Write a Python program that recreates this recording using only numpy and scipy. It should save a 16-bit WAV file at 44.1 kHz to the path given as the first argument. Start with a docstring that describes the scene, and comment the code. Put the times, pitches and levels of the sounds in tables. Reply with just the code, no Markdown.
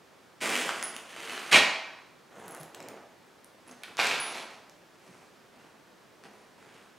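"""Someone kneeling on carpet assembles a metal bed frame. A plastic bag of hardware is grabbed, carried aside and
dropped: its film crinkles in streams of tiny snaps, and its steel parts clack as sums of dying modes. Loose bolts,
heard as ticks and damped beating tones, jingle while a hand sweeps them over the pile, a rustle of fine grains.
The bag is crushed again and let go, then clothes shift in fine rustles. Soft low modes bump the floor now and then;
dense reflections of filtered noise follow every source, over a steady hush with a faint whirr."""
import sys
import numpy as np
from scipy import signal
from scipy.fft import rfft, irfft
from scipy.io import wavfile

SR = 44100
rng = np.random.default_rng(int(sys.argv[2]) if len(sys.argv) > 2 else 0)


def inscribe(sig):
    """Save sig as 16-bit PCM at rate SR to the path in sys.argv[1].

    A 1-D sig is mono; a 2-D sig holds one channel per row.
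    Samples are clipped to [-1, 1] before scaling.
    """
    pcm = np.round(np.clip(np.atleast_2d(sig).T, -1, 1) * 32767)
    wavfile.write(sys.argv[1], SR, pcm.astype(np.int16))


N = 307818
TIME = np.arange(N) / SR  # s

# The bag is grabbed, carried aside, dropped, touched, crushed, let go and left to settle.
# Each row: start in seconds, rise in seconds, hold in seconds, fade in dB per second, level in dB,
# hollow body in dB relative, crispness in dB relative, share packed round the hardware from 0 to 1.
BAG_SQUEEZES = [(0.403, .018, 0.15, 51.5, -35, -4, -6, 0.15), (1.04, 0.2, 0.2, 61.5, -44, -5.5, -8.5, 0.18),
                (1.511, 0.018, 0.036, 382, -18, -7, -10.5, 0.9),
                (3.831, 0.0041, 0.0043, 330, -46, -19, -20, 1),
                (3.973, .022, 0.018, 75, -27.8, -8, -11.5, 1),
                (4.251, 0.096, 0.053, 230, -43.5, -2, -9, 0.87),
                (4.486, 0.017, .01, 200, -58.5, -1, -6, 0.8)]
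# Colour of the plastic film held loose. Each row: frequency in Hz, gain in dB.
LOOSE_FILM_COLOUR = [(20, -59), (60, -41.5), (110, -22.5), (190, -5.5), (330, -2), (900, -4.5), (1500, 3.5),
                     (2650, 3), (3500, -3), (5300, -12.5), (9500, -16), (12000, -26), (15500, -32.5)]
# Colour of the film packed round the hardware. Each row: frequency in Hz, gain in dB.
PACKED_FILM_COLOUR = [(20, -65), (55, -39), (110, -16), (210, -11.5), (450, -6.5), (700, -4), (1500, -7),
                      (2300, -4), (3300, -8), (5700, -17.5), (10000, -25), (12000, -31.5), (15500, -45.5)]
BODY_LAG_S, BODY_FADE_SHARE = 0.0058, 0.82  # broad folds start later than creases and fade at this share of their speed
LIGHT_SNAPS_PER_S, FORCE_SNAPS_PER_S = 900, 20000  # creases snapping under the lightest touch, and more at full level

# Sharp cracks from single folds snapping over or fingers tapping.
# Each row: start in seconds, peak in dB before the microphone response, treble in dB relative.
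FOLD_SNAPS = [(0.413, -31, -22), (0.555, -14, -16.5), (0.692, -14, -31), (0.76, -26, -20),
              (0.827, -19.5, -11.5), (0.965, -20.5, -8), (1.255, -29.5, -13), (1.378, -22, -35),
              (2.747, -32, -19), (2.804, -32, -12), (3.835, -28, -12), (3.97, -25.5, -9),
              (3.979, -24, -23.5), (3.991, -12.5, -49), (3.9963, -23, -30), (4.07, -15.5, -9),
              (4.697, -38, -3), (6.238, -36, -24)]
SNAP_HZ = 2300  # the filter of a crack turns from its low end to its treble here

# The hardest knocks between the parts in the bag. Each row: start in seconds, strength in dB before the trim.
HARD_KNOCKS = [(1.5285, -8), (1.538, -3.5), (1.5433, -1.7), (1.5455, -3.5), (1.559, -3), (1.564, -9),
               (1.575, -10.5), (1.587, -11.5), (1.598, -17), (1.65, -27.5), (3.835, -30), (3.997, -9.5),
               (4.068, -17), (4.110, -17.5), (4.510, -36.5)]
# Modes of those steel parts at their middle pitch. 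Each row: frequency in Hz, level in dB, 60 dB decay in seconds.
STEEL_MODES = [(685, -40, .15), (1539, -23, .06), (1766, -28, 0.23), (1910, -20.5, .08), (2170, -25.5, .14),
               (2318, -20.5, .11), (2327, -21, .12), (2368, 1, 0.013), (2550, -15, .1), (2770, -16, .09),
               (2910, -26, .08), (3250, -19.5, .08), (4100, -17, 0.048), (4540, -17, .03),
               (6800, -19.5, .012), (8000, -24.5, .01)]
# Lesser knocks as a packed bag is moved: rate, level over the squeeze before the trim, scatter, share of detuning.
RATTLE_PER_S, RATTLE_DB, RATTLE_SPREAD_DB, RATTLE_DETUNE = 130, 1, 3, .07

# Bolts touching. Each row: start in seconds, level in dB before the trim, pitch in Hz,
# time in seconds until fingers or neighbours have stilled it.
BOLT_TOUCHES = [(0.836, -28.5, 10430, 0.091), (2.396, -58, 10450, .065), (2.481, -24, 10400, 0.0035),
                (2.548, -28, 9200, 0.0057), (2.6, -39, 10160, 0.017), (2.746, -28, 9370, .003),
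                (2.749, -25, 7500, 0.0034), (2.804, -37, 8100, .004), (2.827, -33, 7200, 0.0054),
                (2.886, -19.5, 6760, .0022), (3.445, -30, 9700, 0.0053), (3.677, -45, 10450, .024),
                (3.713, -33, 6370, .007), (4.201, -31, 10430, 0.23)]
HALF_CLEAN_S = 0.023  # a bolt left free this long is half ring, half tick
# Small touches while the bolts are swept together: middle values and scatter, the level before the trim.
JINGLE_START_S, JINGLE_PER_S, JINGLE_STILL_S = 2.468, 54, 0.0044
JINGLE_DB, JINGLE_SPREAD_DB, JINGLE_HZ, JINGLE_SPREAD_HZ = -32.5, 8, 10550, 250

# A hand sweeps the bolts together, then closes on them.
# Each row: middle in seconds, length in seconds, level in dB, body in dB relative, pile hiss in dB relative.
HAND_SWEEPS = [(2.5, .45, -55.5, 5.5, -8.5), (2.87, .41, -58, 7.5, -35)]
# Colour of rubbed carpet pile. Each row: frequency in Hz, gain in dB.
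CARPET_COLOUR = [(20, -54.5), (60, -11), (110, -2), (170, -2), (400, 2), (570, 4), (1000, -1), (1600, -5),
                 (3000, -13), (5000, -27), (6500, -18), (10500, -27), (15500, -37)]
# Sleeves and trousers shift.
# Each row: middle in seconds, length in seconds, level in dB, body in dB relative, hiss in dB relative.
CLOTHES_SHIFTS = [(3.705, 0.1, -57.5, 1, -5.5), (3.88, .26, -60.5, 1.5, -9), (5.13, .5, -67, 2, -4),
                  (5.62, .24, -66, 4, -10), (6.255, .05, -57, 1, -12), (6.36, .34, -69.5, 5.5, -4.5),
                  (6.73, 0.45, -62.5, -1, -9.5)]
# Colour of rubbed cloth. Each row: frequency in Hz, gain in dB.
CLOTH_COLOUR = [(20, -43), (100, -4.5), (200, -1.5), (450, -0.5), (1000, -2), (2400, -3.5), (3500, -12),
                (6000, -20.5), (10000, -24), (15500, -47)]
ARCH_POWER = 1.16  # of the half sine that a stroke swells and fades by

# Knees, knuckles and the drill bumping the floor.
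# Each row: start in seconds, level in dB before the trim and soft onset, mode frequency in Hz.
FLOOR_BUMPS = [(1.532, -33, 215), (2.37, -46, 202), (2.471, -40, 170), (2.598, -37.5, 154),
               (3.70, -43.5, 248), (5.089, -42, 180), (6.245, -43, 210)]
BUMP_T60_S = .15

# Reverberation of the room. Each row: frequency in Hz, 60 dB decay in seconds.
ROOM_DECAY = [(100, 0.35), (400, 0.68), (1000, 0.98), (2700, 0.7), (5500, 0.76), (8000, 0.52),
              (14000, 0.41)]
# Width of the echoes before a small lift. Each row: frequency in Hz, side over mid in dB.
ECHO_SPREAD = [(30, -20), (160, -19.5), (1000, -21.5), (2500, -18), (5000, -11), (9000, -10.5),
               (15000, -17.5)]
# Colour of the room tone. Each row: frequency in Hz, relative density in dB per Hz.
HUSH_COLOUR = [(15, -51), (25, -20.5), (49, -20), (133, -6.5), (209, -3), (281, -4), (378, -2), (410, -4),
               (469, -4.5), (509, -4), (895, -7.5), (1200, -8.5), (2060, -13), (5430, -20), (15500, -32.5)]
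HUSH_RMS_DB = -58.5
# Width of the room tone. Each row: frequency in Hz, side over mid in dB.
ROOM_TONE_SPREAD = [(60, -1.5), (130, -7), (290, -6), (640, -6.5), (1410, -8.5), (3100, -9), (6820, -10),
                    (15000, -22)]
# The microphones lose the deep bass, and a standing wave of the room lifts the low notes.
# Each row: frequency in Hz, gain in dB.
MICROPHONE_RESPONSE = [(15, -41), (40, -26.5), (70, -11), (110, -5), (160, -2), (215, 1), (330, 0.5),
                       (450, 0), (16000, 0)]
EDGE_HZ = 15850  # upper band limit


def amp(db):
    """Logarithmic level: decibels become a linear amplitude ratio."""
    return 10 ** (np.asarray(db) / 20)


def read(points, hz):
    """Log-frequency interpolation: a table of (Hz, value) is joined by straight lines."""
    f, value = np.transpose(points)
    return np.interp(np.log(hz + 1), np.log(f + 1), value)


def evened(x):
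    """Power normalisation: the signal is scaled to rms 1."""
    return x / np.sqrt(np.mean(x ** 2) + 1e-20)


def add(mix, s, sound):
    """Superposition: a sound is summed into the mix at time s."""
    part = mix[round(s * SR):][:len(sound)]
    part += sound[:len(part)]


def colour(x, points, size=4096):
    """Minimum-phase filtering: a (Hz, dB) magnitude fixes a causal response through the Hilbert transform."""
    log_gain = np.log(amp(read(points, abs(np.fft.fftfreq(size, 1 / SR)))))
    spectrum = np.exp(np.conj(signal.hilbert(log_gain)))
    taps = np.fft.ifft(spectrum).real[:size // 2]
    return signal.oaconvolve(x, taps)[:len(x)]


def band(x, lo_hz, hi_hz):
    """Band-pass filtering: the spectrum is kept between two soft edges."""
    hz = np.fft.rfftfreq(len(x), 1 / SR) + 0.0011  # offset avoids division by zero
    passed = rfft(x) / (1 + (lo_hz / hz) ** 8) / (1 + (hz / hi_hz) ** 8)
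    return irfft(passed, len(x))


def ring(t, hz, t60):
    """Damped resonance: a mode is a sine that loses 60 dB in t60 seconds."""
    return np.sin(2 * np.pi * hz * t) * np.exp(-np.log(1000) * t / t60)


def crackle(length, per_s, spread_db, grain_s, count=16):
    """Shot noise: uneven tiny snaps fall at random, each from one of a few folds with its own short random shape."""
    t = np.arange(256) / SR
    happens = rng.random(length) < per_s / SR
    size = amp(spread_db * np.minimum(rng.exponential(1, length), 4.5)) * happens
    fold = rng.integers(0, count, length)
    shapes = rng.standard_normal((count, len(t))) * np.exp(-t / grain_s)
    return sum(signal.oaconvolve(size * (fold == k), evened(shapes[k]))[:length] for k in range(count))


def rustle(material, body, mid, crisp, per_s, spread_db):
    """Scale of the radiator: broad folds give a stream of snaps its body, tight creases its crisp top."""
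    x = colour(crackle(len(mid), per_s, spread_db, grain_s=0.00064), material)
    low = evened(band(x, 0, 1100))
    middle = evened(band(x, 1100, 5200))
    top = evened(band(x, 5200, SR))
    return body * low + mid * middle + crisp * top


def envelope(t, rise_s, hold_s, fade_db_per_s):
    """Attack and exponential decay: the amplitude rises in a straight line, holds, then dies away."""
    rise = np.clip(t / rise_s, 0, 1)
    return rise * amp(-fade_db_per_s * np.maximum(t - rise_s - hold_s, 0))


def bag(uneven_db=1.5, slips_per_s=35):
    """Buckling of thin film: each squeeze snaps creases, more densely the harder it is; the grip slips unevenly."""
    out, t = np.zeros(N), np.arange(SR) / SR
    hz = np.geomspace(20, 15500, 80)
    for s, rise_s, hold_s, fade, db, body_db, crisp_db, packed in BAG_SQUEEZES:
        film_db = (1 - packed) * read(LOOSE_FILM_COLOUR, hz) + packed * read(PACKED_FILM_COLOUR, hz)
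        film = np.transpose([hz, film_db])
        slips = rng.standard_normal(size=128)
        force = amp(db + uneven_db * np.interp(t * slips_per_s, np.arange(len(slips)), slips))
        creases = force * envelope(t, rise_s, hold_s, fade)
        folds = force * envelope(t - BODY_LAG_S, rise_s, hold_s, fade * BODY_FADE_SHARE)
        per_s = LIGHT_SNAPS_PER_S + FORCE_SNAPS_PER_S * amp(db)
        body, crisp = amp(body_db) * folds, amp(crisp_db) * creases
        add(out, s, rustle(film, body, creases, crisp, per_s, spread_db=2.0))
    return out


def snaps(decay_s=.0007, low_db=-10, grit_db=-7):
    """Snap-through or impact: a single fold or fingertip gives one sharp kick and a millisecond or so of grit."""
    out, t = np.zeros(N), np.arange(1024) / SR
    for s, db, treble_db in FOLD_SNAPS:
        kick = (t == 0) + amp(grit_db) * rng.standard_normal(len(t)) * np.exp(-t / decay_s)
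        low_end = [(20, -60), (100, -25), (500, low_db), (SNAP_HZ, 0)]
        crack = colour(kick, low_end + [(10000, treble_db), (15500, treble_db - 18)])
        add(out, s, amp(db) * crack / abs(crack).max())
    return out


def clack(gain_db=-5, tick_db=-11, tick_s=.0008, uneven_db=2):
    """Modal excitation: steel parts land one after another, each contact ringing the modes in its own proportions."""
    out, t = np.zeros(N), np.arange(SR // 4) / SR
    rings = np.array([amp(mode_db) * ring(t, hz, t60) for hz, mode_db, t60 in STEEL_MODES])
    hard_knocks = [(s, amp(db), 1) for s, db in HARD_KNOCKS]
    for s, gain, pitch in hard_knocks + rattle():
        signs = rng.choice([-1, 1], len(STEEL_MODES))
        shares = amp(uneven_db * rng.uniform(-1, 1, len(STEEL_MODES))) * signs
        modes = np.interp(t * pitch, t, shares @ rings)  # read faster or slower to detune
        tick = amp(tick_db) * rng.standard_normal(len(t)) * np.exp(-t / tick_s)
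        add(out, s, gain * amp(gain_db) * (modes + colour(tick, PACKED_FILM_COLOUR)))
    return out


def rattle(count=18):
    """Random impacts: unlike parts knock as hard as the squeeze that shakes them; rows of (s, gain, pitch ratio)."""
    knocks = []
    for s, rise_s, hold_s, fade, db, _, _, packed in BAG_SQUEEZES:
        when, size, part = rng.uniform(-0.88, 1, (count, 3)).T
        age = (np.arange(count) + .5 + .5 * when) / RATTLE_PER_S
        gain = amp(db + RATTLE_DB + RATTLE_SPREAD_DB * size) * envelope(age, rise_s, hold_s, fade)
        if packed > .5:
            knocks += zip(s + age, gain, 1 + RATTLE_DETUNE * part)
    return knocks


def bolts(gain_db=-1, tick_db=-5, tick_s=.0009, twin_db=-16, twin_hz=17):
    """Beating of near-equal bending modes: a gritty tick, then a pair damped ever harder as the bolt settles."""
    out, t = np.zeros(N), np.arange(SR // 2) / SR
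    for s, db, hz, still_s in BOLT_TOUCHES + gathering():
        clean = still_s / (still_s + HALF_CLEAN_S)
        scrape = rng.standard_normal(len(t)) * np.exp(-t / tick_s)
        around_pitch = [(0.9 * hz, -5), (hz, 5), (1.19 * hz, -6)]
        tick = colour(scrape, [(20, -60), (500, -20), (2500, -7)] + around_pitch + [(15500, -10)])
        pair = np.sin(2 * np.pi * hz * t) + amp(twin_db) * np.sin(2 * np.pi * (hz + twin_hz) * t)
        tone = pair * np.exp(-np.log(1000) * (t / still_s) ** 2)
        add(out, s, amp(db + gain_db) * (clean * tone + (1 - clean) * amp(tick_db) * tick))
    return out


def gathering(count=10):
    """Random collisions: bolts nudge one another under the sweeping hand; rows like BOLT_TOUCHES."""
    when, size, pitch, grip = rng.uniform(-0.9, 1, (count, 4)).T
    s = JINGLE_START_S + (np.arange(count) + .5 * when) / JINGLE_PER_S
    db = JINGLE_DB + JINGLE_SPREAD_DB * size
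    hz = JINGLE_HZ + JINGLE_SPREAD_HZ * pitch
    return list(zip(s, db, hz, JINGLE_STILL_S * np.exp(grip)))


def brush():
    """Friction of fibres: carpet pile and cloth flick past as dense streams of small grains."""
    sweeps = strokes(HAND_SWEEPS, CARPET_COLOUR, per_s=5600, spread_db=4.5)
    return sweeps + strokes(CLOTHES_SHIFTS, CLOTH_COLOUR, per_s=5400, spread_db=5.5)


def strokes(rows, material, per_s, spread_db):
    """Friction level follows speed: each stroke quickens and slows in one arch, and rustles accordingly."""
    out, t = np.zeros(N), np.arange(SR) / SR
    for middle_s, length_s, db, body_db, hiss_db in rows:
        speed = amp(db) * abs(np.sin(np.pi * np.minimum(t / length_s, 1))) ** ARCH_POWER
        body, hiss = amp(body_db) * speed, amp(hiss_db) * speed
        add(out, middle_s - length_s / 2, rustle(material, body, speed, hiss, per_s, spread_db))
    return out


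def bumps(gain_db=-3, puff_db=-9, soft_s=.004):
    """Soft impact: a blow on the carpeted floor excites a low mode and a dull puff, with a gradual onset."""
    out, t = np.zeros(N), np.arange(SR // 3) / SR
    for s, db, hz in FLOOR_BUMPS:
        noise = evened(band(rng.standard_normal(len(t)), hz / 2, hz * 2))
        puff = noise * np.exp(-np.log(1000) * t / BUMP_T60_S)
        onset = 1 - np.exp(-t / soft_s)
        add(out, s, amp(db + gain_db) * onset * (ring(t, hz, BUMP_T60_S) + amp(puff_db) * puff))
    return out


def room(x, early_db=3, early_s=0.075):
    """Reverberation: dense reflections, with extra early strength, die in each band at its own speed."""
    t = np.arange(SR) / SR
    onset = np.clip((t - .002) / 0.0049, 0, 1)
    taps = rng.standard_normal(SR) * onset * amp(early_db * np.exp(-t / early_s))
    hz, frame_s, z = signal.stft(taps, SR, nperseg=256)
    decay = np.exp(-np.log(1000) * frame_s / read(ROOM_DECAY, hz)[:, None])
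    tail = signal.istft(z * decay, SR, nperseg=256)[1]
    return signal.fftconvolve(x, tail / np.linalg.norm(tail))[:N]


def moving_room(x, moves_per_s=4, count=3):
    """Position-dependent reflection: sound passes round a few places, each with its own pattern of echoes."""
    places = [np.maximum(np.cos(2 * np.pi * (moves_per_s * TIME - k / count)), 0) for k in range(count)]
    total = np.sqrt(sum(place ** 2 for place in places))  # keeps the power steady
    return sum(room(x * place / total) for place in places)


def room_tone(whirr_db=-73, whirr_hz=1620, whirr_width=0.064):
    """Stationary noise: a steady broadband hush holds a faint narrow-band whirr."""
    hush = evened(colour(rng.standard_normal(N), HUSH_COLOUR))
    lo_hz, hi_hz = whirr_hz * (1 - whirr_width), whirr_hz * (1 + whirr_width)
    whirr = evened(band(rng.standard_normal(N), lo_hz, hi_hz))
    return amp(HUSH_RMS_DB) * hush + amp(whirr_db) * whirr


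def scene():
    """Mid-side stereophony: all sources in the room are heard by a close pair of microphones."""
    handling = colour(bag() + snaps() + clack() + brush() + bumps(), MICROPHONE_RESPONSE)
    jingle = bolts()
    sent = amp(-3.0) * handling + amp(-5.0) * jingle  # into the room
    mid = handling + jingle + moving_room(sent) + room_tone()
    # the microphones differ only in the echoes, the room tone and a slight imbalance
    side_echoes = amp(0.9) * colour(room(sent), ECHO_SPREAD)
    side = side_echoes + colour(room_tone(), ROOM_TONE_SPREAD)
    return np.array([mid + side, mid - side]) * amp([[-.5], [.5]])


def record(dry):
    """Band limitation: a linear-phase low-pass filter removes the highest treble."""
    taps = signal.firwin(511, EDGE_HZ, window=("kaiser", 9), fs=SR)
    return signal.oaconvolve(dry, taps[None], "same")


dry = scene()
out = record(dry)
inscribe(out)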